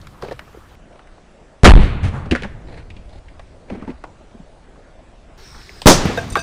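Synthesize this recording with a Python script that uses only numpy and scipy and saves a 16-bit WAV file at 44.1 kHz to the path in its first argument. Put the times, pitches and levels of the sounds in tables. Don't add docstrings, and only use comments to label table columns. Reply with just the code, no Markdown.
import sys
import numpy as np
from scipy import signal
from scipy.fft import rfft, irfft, next_fast_len
from scipy.io import wavfile
from scipy.ndimage import uniform_filter1d

SR = 44100
rng = np.random.default_rng(int(sys.argv[2]) if len(sys.argv) > 2 else 0)


def gain_from_db(level_db):
    decades = np.asarray(level_db, float) / 20
    return 10 ** decades


def master(y):
    cut = np.clip(np.atleast_2d(y).T, -1, 1)
    pcm = np.round(cut * 32767)
    wavfile.write(sys.argv[1], SR, pcm.astype(np.int16))


N = 283122
TIME = np.arange(N) / SR
# (time [s], scatter level [dB])
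BLAST_TIMES = [(1.634, 7.5), (5.859, 8.5)]


def unit(x):
    return x / np.sqrt(np.mean(x ** 2) + 1e-20)


def along(points, hz):
    f, *columns = np.transpose(points)
    return [np.interp(np.log(hz + 1), np.log(f + 1), c) for c in columns]


def filtered(x, response):
    m = next_fast_len(len(x) + 8192)
    return irfft(rfft(x, m) * response(np.fft.rfftfreq(m, 1 / SR)), m)[:len(x)]


def resonance(x, hz, width_hz):
    return filtered(x, lambda f: 1j * f * width_hz / (hz * hz - f * f + 1j * f * width_hz))


def below(x, top_hz):
    return filtered(x, lambda hz: np.clip((top_hz - hz) / 400, 0, 1))


def add(track, s, sound):
    part = track[round(s * SR):][:len(sound)]
    part += sound[:len(part)]


def rush(spectrum, patchy_db):
    bins = signal.stft(rng.standard_normal(N + 512), nperseg=512)[2]
    patches = uniform_filter1d(rng.standard_normal(bins.shape), size=6, axis=0)
    patches = uniform_filter1d(patches, size=12, axis=1)
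    noise = signal.istft(bins * gain_from_db(patchy_db * unit(patches)), nperseg=512)[1][:N]
    return unit(filtered(noise, lambda hz: gain_from_db(along(spectrum, hz)[0])))


def background(hiss_db, spectrum):
    # (time [s], level [dB])
    gusts = [(.8, -47.5), (1.6, -50.5), (3.2, -41.5), (3.5, -47.5), (3.88, -41), (4.05, -45), (4.75, -48.5),
             (5.38, -45), (5.486, -43.5), (5.6, -42)]
    # (frequency [Hz], relative density [dB])
    wind_colour = [(15, -3), (30, 6), (70, -4), (150, -12), (250, -33.5), (500, -120)]
    hiss = gain_from_db(hiss_db) * rush(spectrum, patchy_db=2.0)
    gust_db = np.interp(TIME, *np.transpose(gusts))
    return hiss + gain_from_db(gust_db) * rush(wind_colour, patchy_db=1.0)


def debris():
    # (time [s], crack
    # level [dB], crack pitch [Hz], knock level [dB], knock pitch [Hz])
    pieces = [(.927, -48, 2380, -44, 600), (.9567, -48, 2520, -41.5, 678), (.993, -37.5, 1330, -40, 440),
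              (1.073, -40.5, 1840, -49, 595), (1.181, -43, 902, -46, 434), (2.257, -34, 895, -19.5, 520),
              (2.3111, -17, 2600, -11.5, 250), (2.3221, -19, 1720, -5.5, 242.6),
              (2.3514, -15, 1720, -15.5, 540), (2.36, -15, 1500, -19, 560),
              (2.4219, -30.5, 2900, -24.5, 390), (2.4337, -23, 1720, -20, 199),
              (2.444, -35.5, 1290, -14.5, 543), (2.9023, -37.5, 2450, -39, 221),
              (2.966, -45, 2640, -35, 195), (3.2829, -42.5, 2020, -49, 228),
              (3.3947, -34.5, 1850, -27, 690), (3.7006, -35, 1900, -20.5, 550),
              (3.709, -81, 885, -24, 224.5), (3.72, -38, 940, -21, 193.5), (3.7488, -68, 929, -26, 310),
              (3.773, -49, 1480, -26.5, 250), (3.8225, -33, 910, -22.5, 213),
              (3.8773, -29, 850, -21.5, 241), (3.8919, -47, 870, -20, 245.5),
              (4.0388, -23, 850, -19.5, 594), (4.311, -49, 2030, -54, 600), (4.346, -57, 890, -33.5, 231),
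              (4.3984, -61, 902, -34, 168), (4.758, -46, 1190, -53, 600), (5.5463, -40.5, 1280, -53, 212),
              (5.616, -47, 2600, -58, 394), (5.6932, -35, 1990, -37.5, 384),
              (5.8184, -22.5, 3400, -22.5, 690), (6.3547, -2.5, 1132, -13, 805),
              (6.3606, -18, 1200, -6.5, 790), (6.3663, -27, 1590, -12, 480)]
    knock_ref_hz, ref_t60_s, small_dies = 250, 0.097, 0.98
    tick_db = -22.5
    blow_gain, blow_t60_s = 0.68, 0.0027
    out, t = np.zeros(N), TIME[:SR // 4]
    for s, crack_db, crack_hz, knock_db, knock_hz in pieces:
        grit, chips, body = rng.standard_normal((3, len(t)))
        t60 = ref_t60_s * (knock_ref_hz / knock_hz) ** small_dies

        crack = resonance(chips, crack_hz, width_hz=0.55 * crack_hz)
        crack = unit(resonance(crack, crack_hz, width_hz=0.63 * crack_hz))
        tick = unit(resonance(grit, 2.2 * crack_hz, width_hz=1.3 * crack_hz))
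        snap = blow_gain * gain_from_db(-60 * t / blow_t60_s)
        snap += gain_from_db(-60 * t / (0.36 * t60))
        snap += 0.12 * gain_from_db(-60 * t / (4.86 * t60))

        hollow = np.clip(knock_ref_hz / knock_hz, 0, 1) ** 1.2
        thud = resonance(body, knock_hz, width_hz=0.65 * knock_hz)
        thud = unit(resonance(thud, knock_hz, width_hz=2.16 * knock_hz))
        knock = hollow * np.sin(2 * np.pi * knock_hz * t) + (0.8 - 0.28 * hollow) * thud
        soft = gain_from_db(-60 * t / t60) * (1 - np.exp(-t / 0.0014))

        add(out, s, gain_from_db(crack_db) * snap * (crack + gain_from_db(tick_db) * tick))
        add(out, s, gain_from_db(knock_db) * soft * knock)
    return out


def scuffle():
    # (start [s], length [s], rustle level [dB], dry leaf level [dB])
    slides = [(2.673, 0.16, -39, -55), (3.088, 0.1, -47.5, -56), (3.683, 0.079, -39.5, -59),
              (3.748, 0.11, -41.5, -68), (3.871, 0.051, -37, -58.5)]
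    # (frequency [Hz], relative density [dB])
    brush_colour = [(300, 7), (600, 5.5), (1300, -10), (1800, -3.5), (2300, -5.5), (2800, -13), (5500, -46)]
    # (frequency [Hz], relative density [dB])
    leaf_colour = [(2000, -28), (3000, -7), (4300, -2), (5500, -17), (10000, -20)]
    peak_share, ends_db = 0.61, -3.5
    levels = np.zeros((2, N))
    for s, length, *dbs in slides:
        progress = (TIME - s) / length
        slide_db = np.interp(progress, [0, peak_share, 1], [ends_db, 0, ends_db], left=-120, right=-120)
        levels += gain_from_db(np.add.outer(dbs, slide_db))
    clumps = gain_from_db(3 * unit(uniform_filter1d(rng.standard_normal(N), size=300)))
    noise = [unit(clumps * rush(colour, patchy_db=-1.0)) for colour in (brush_colour, leaf_colour)]
    return (uniform_filter1d(levels, size=400) * noise).sum(axis=0)


def whine():
    return gain_from_db(-79) * np.sin(2 * np.pi * 7950 * TIME)


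def blast(row, field):
    s, field_db = row
    hz, t, bins = signal.stft(rng.standard_normal(N + 1024), SR, nperseg=1024)
    near_db, near_t60, far_db, far_t60 = (c[:, None] for c in along(field, hz))
    gain = np.hypot(gain_from_db(near_db - 60 * t / near_t60), gain_from_db(far_db - 60 * t / far_t60))
    scatter = signal.istft(bins * gain, SR, nperseg=1024)[1][:N]
    scatter = scatter / np.std(scatter[:SR // 20])
    scatter *= 1 - np.exp(-(TIME / .011) ** 2)
    out = np.zeros(N)
    add(out, s, gain_from_db(field_db) * scatter)
    return out


def shocks():
    # (time [s], push level [dB], push length [s])
    fronts = [(1.6345, 28, .0036), (5.8588, 26, .0013), (5.8628, 15, .011)]
    out = np.zeros(N)
    for s, push_db, length in fronts:
        u = TIME[:SR // 4] / length
        add(out, s, -gain_from_db(push_db) * (1 - u) * np.exp(-u))
    return out


def heave():
    first_hz, last_hz, sink_s = 100, 22, .055
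    attack_s, hold_s, fade_db_per_s = .035, .075, 240
    t = np.maximum(TIME - 1.645, 0)
    hz = last_hz + (first_hz - last_hz) * np.exp(-t / sink_s)
    uneven = unit(uniform_filter1d(uniform_filter1d(rng.standard_normal(N), size=500), size=300))
    swing = np.sin(2 * np.pi * np.cumsum(hz) / SR + uneven)
    fade_db = fade_db_per_s * np.maximum(t - attack_s - hold_s, 0)
    return gain_from_db(9.5 - fade_db) * np.minimum(t / attack_s, 1) ** 2 * swing


def echoes():
    # (time [s], thud level [dB], thud pitch [Hz], rush level [dB], t60 [s])
    returns = [(1.789, -11, 60, -31, .36), (2.021, -10, 84.6, -35, 0.26), (2.081, -15, 92, -39, 0.033),
               (2.112, -24.5, 135, -34, 0.44), (2.31, -8.5, 64.7, -45, 0.085),
               (5.927, -15, 21.1, -54, 0.42), (5.984, -31, 250, -20.5, 0.059),
               (6.037, -22.5, 94.3, -29.5, 0.35), (6.051, -7.5, 181.5, -22.5, 0.055),
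               (6.095, -25, 196, -24, 0.089), (6.315, -16, 44.2, -51, 0.076)]
    bright_hz, deep_hz, dulling = 1960, 95, 2.08
    out, t = np.zeros(N), TIME[:SR // 2]
    for s, thud_db, thud_hz, rush_db, t60 in returns:
        swell = (1 - np.exp(-(t / (0.075 * t60)) ** 2)) * gain_from_db(-60 * t / t60)
        uneven = .7 * unit(uniform_filter1d(rng.standard_normal(len(t)), size=round(SR / thud_hz)))
        thud = np.sin(2 * np.pi * thud_hz * t + uneven)
        hz = bright_hz * min(1, deep_hz / thud_hz) ** dulling
        hiss = resonance(rng.standard_normal(len(t)), hz, width_hz=hz)
        hiss = resonance(hiss, hz, width_hz=2.3 * hz)
        hiss = unit(filtered(hiss, lambda f: 1 / (1 + (f / (2.23 * hz)) ** 4)))
        add(out, s, swell / swell.max() * (gain_from_db(thud_db) * thud + gain_from_db(rush_db) * hiss))
    return out


def fizz():
    # (peak time [s], lower band level [dB], upper band level [dB], rise [s], fade [dB/s])
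    spurts = [(5.467, -46, -56.5, 0.12, 22), (5.766, -55, -57, .012, 280), (5.818, -50, -45, 0.0046, 600)]
    lower_hz, sag_hz_per_s, upper_hz = 5500, 1300, 8350
    rise_db = 19
    levels = np.zeros((2, N))
    for s, lower_db, upper_db, rise, fade_db in spurts:
        late = TIME - s
        spurt_db = np.where(late < 0, rise_db * late / rise, -fade_db * late)
        levels += gain_from_db(np.add.outer([lower_db, upper_db], spurt_db))
    flutter = [unit(filtered(rng.standard_normal(N), lambda f: 1 / (1 + (f / width_hz) ** 2)))
               for width_hz in (280, 800)]
    sinking_hz = lower_hz - sag_hz_per_s * np.maximum(TIME - spurts[0][0], 0)
    tones = np.sin(2 * np.pi * np.array([np.cumsum(sinking_hz) / SR, upper_hz * TIME]))
    return (levels * flutter * tones).sum(axis=0) * (TIME < BLAST_TIMES[1][0])


def tin():
    # (pitch [Hz], relative level [dB], t60 [s])
    tin_modes = [(480, 5, 0.074), (678, -2, 0.19), (1585, 3, 0.11), (2600, -7.5, 0.14), (3700, 1, 0.052),
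                 (4710, -6, 0.12), (5560, -18, 0.15), (6070, -5, 0.15), (7250, -6, 0.055),
                 (8600, -3, 0.083)]
    # (time [s], level [dB], pitch struck hardest [Hz])
    clanks = [(6.173, -16.5, 970), (6.186, -42, 1500), (6.209, -43, 5500), (6.3, -30.5, 7650),
              (6.323, -28.5, 6800), (6.368, -16, 1500), (6.39, -22, 3020)]
    out, t = np.zeros(N), TIME[:SR // 4]
    hz, mode_db, t60 = np.transpose(tin_modes)[:, :, None]
    for s, db, struck_hz in clanks:
        spread_db = 2.5 * rng.standard_normal(hz.shape) - 3.3 * np.log2(hz / struck_hz) ** 2
        waver = unit(uniform_filter1d(rng.standard_normal((2, len(tin_modes), len(t))), size=330))
        phase_waver = .65 * np.sqrt(hz / 2000) * waver[1]
        modes = (1 + .5 * waver[0]) * np.sin(2 * np.pi * hz * t + phase_waver)
        ring = (gain_from_db(mode_db + spread_db - 60 * t / t60) * modes).sum(axis=0)
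        ring *= 1 - np.exp(-t / 0.0038)
        tick = unit(resonance(rng.standard_normal(len(t)), struck_hz, width_hz=0.5 * struck_hz))
        tick *= 0.31 * gain_from_db(-60 * t / 0.036)
        add(out, s, gain_from_db(db) * (ring + tick))
    return out


def overload(x):
    return np.clip(x, -.93, 1.0)


def scene():
    # (frequency [Hz], near level [relative dB], near t60 [s],
    # far level [relative dB], far t60 [s])
    night_field = [(24.93, -9, 1, -29.5, 6.64), (60, -8, 0.86, -27, 5.2), (156, 2.5, .4, -26, 2.4),
                   (490, -6, 0.34, -45.5, 3.4), (1500, -9.5, 0.24, -43.5, 1.8),
                   (2614, -16.5, 0.29, -42.5, 1.32), (4400, -25.5, 0.29, -54, 1.26),
                   (5500, -23, 0.11, -68.5, 0.3), (8660, -37.5, 0.27, -60, 0.37)]
    day_field = [(25, -21, 0.13, -55, 0.98), (75, -16.5, 0.22, -26, 2.95), (311, 5.5, 0.15, -25.5, 1.2),
                 (917, -3, 0.15, -32, 1.1), (2485, -19, 0.19, -40.5, 1.16),
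                 (6100, -17.5, 0.25, -41.5, 0.91), (13700, -34.5, 0.18, -74, 1.46)]
    # (frequency [Hz], relative density [dB])
    night_air = [(88, -35.5), (150, 1.5), (334, -0.5), (436, -2.5), (611, 0.5), (1040, -9.5), (1540, -11.5),
                 (2240, -16.5), (8190, -29), (10500, -33), (13600, -41), (22000, -120)]
    fire_colour = [(90, -27), (150, -2), (250, -6), (390, -2.5), (550, -11.5), (1000, -9.5), (2200, -12),
                   (2800, -17.5), (4000, -11.5), (6500, -20), (10000, -34), (16000, -32)]
    slow_from_s, slow_to_s, replay_from_s = .755, 5.377, 3.254
    slow_top_hz, top_hz = 10560, 15800

    shared = shocks() + echoes() + debris()
    night = shared + heave() + scuffle() + whine()
    night += blast(BLAST_TIMES[0], night_field) + background(-49, night_air)
    night = below(overload(night), slow_top_hz)

    day = shared + tin() + fizz()
    day += blast(BLAST_TIMES[1], day_field) + background(-45.7, fire_colour)
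    day = below(overload(day), top_hz)

    out = np.where(TIME < slow_to_s, night, day)
    opening = round(slow_from_s * SR)
    full_speed = night[round(replay_from_s * SR)::2]
    out[:opening] = below(full_speed[:opening], top_hz)
    return out[None]


def band_limit(x):
    return signal.sosfilt(signal.butter(12, 16300, fs=SR, output="sos"), x)


def record(dry):
    mix = overload(dry)
    return band_limit(mix)


dry = scene()
out = record(dry)
master(out)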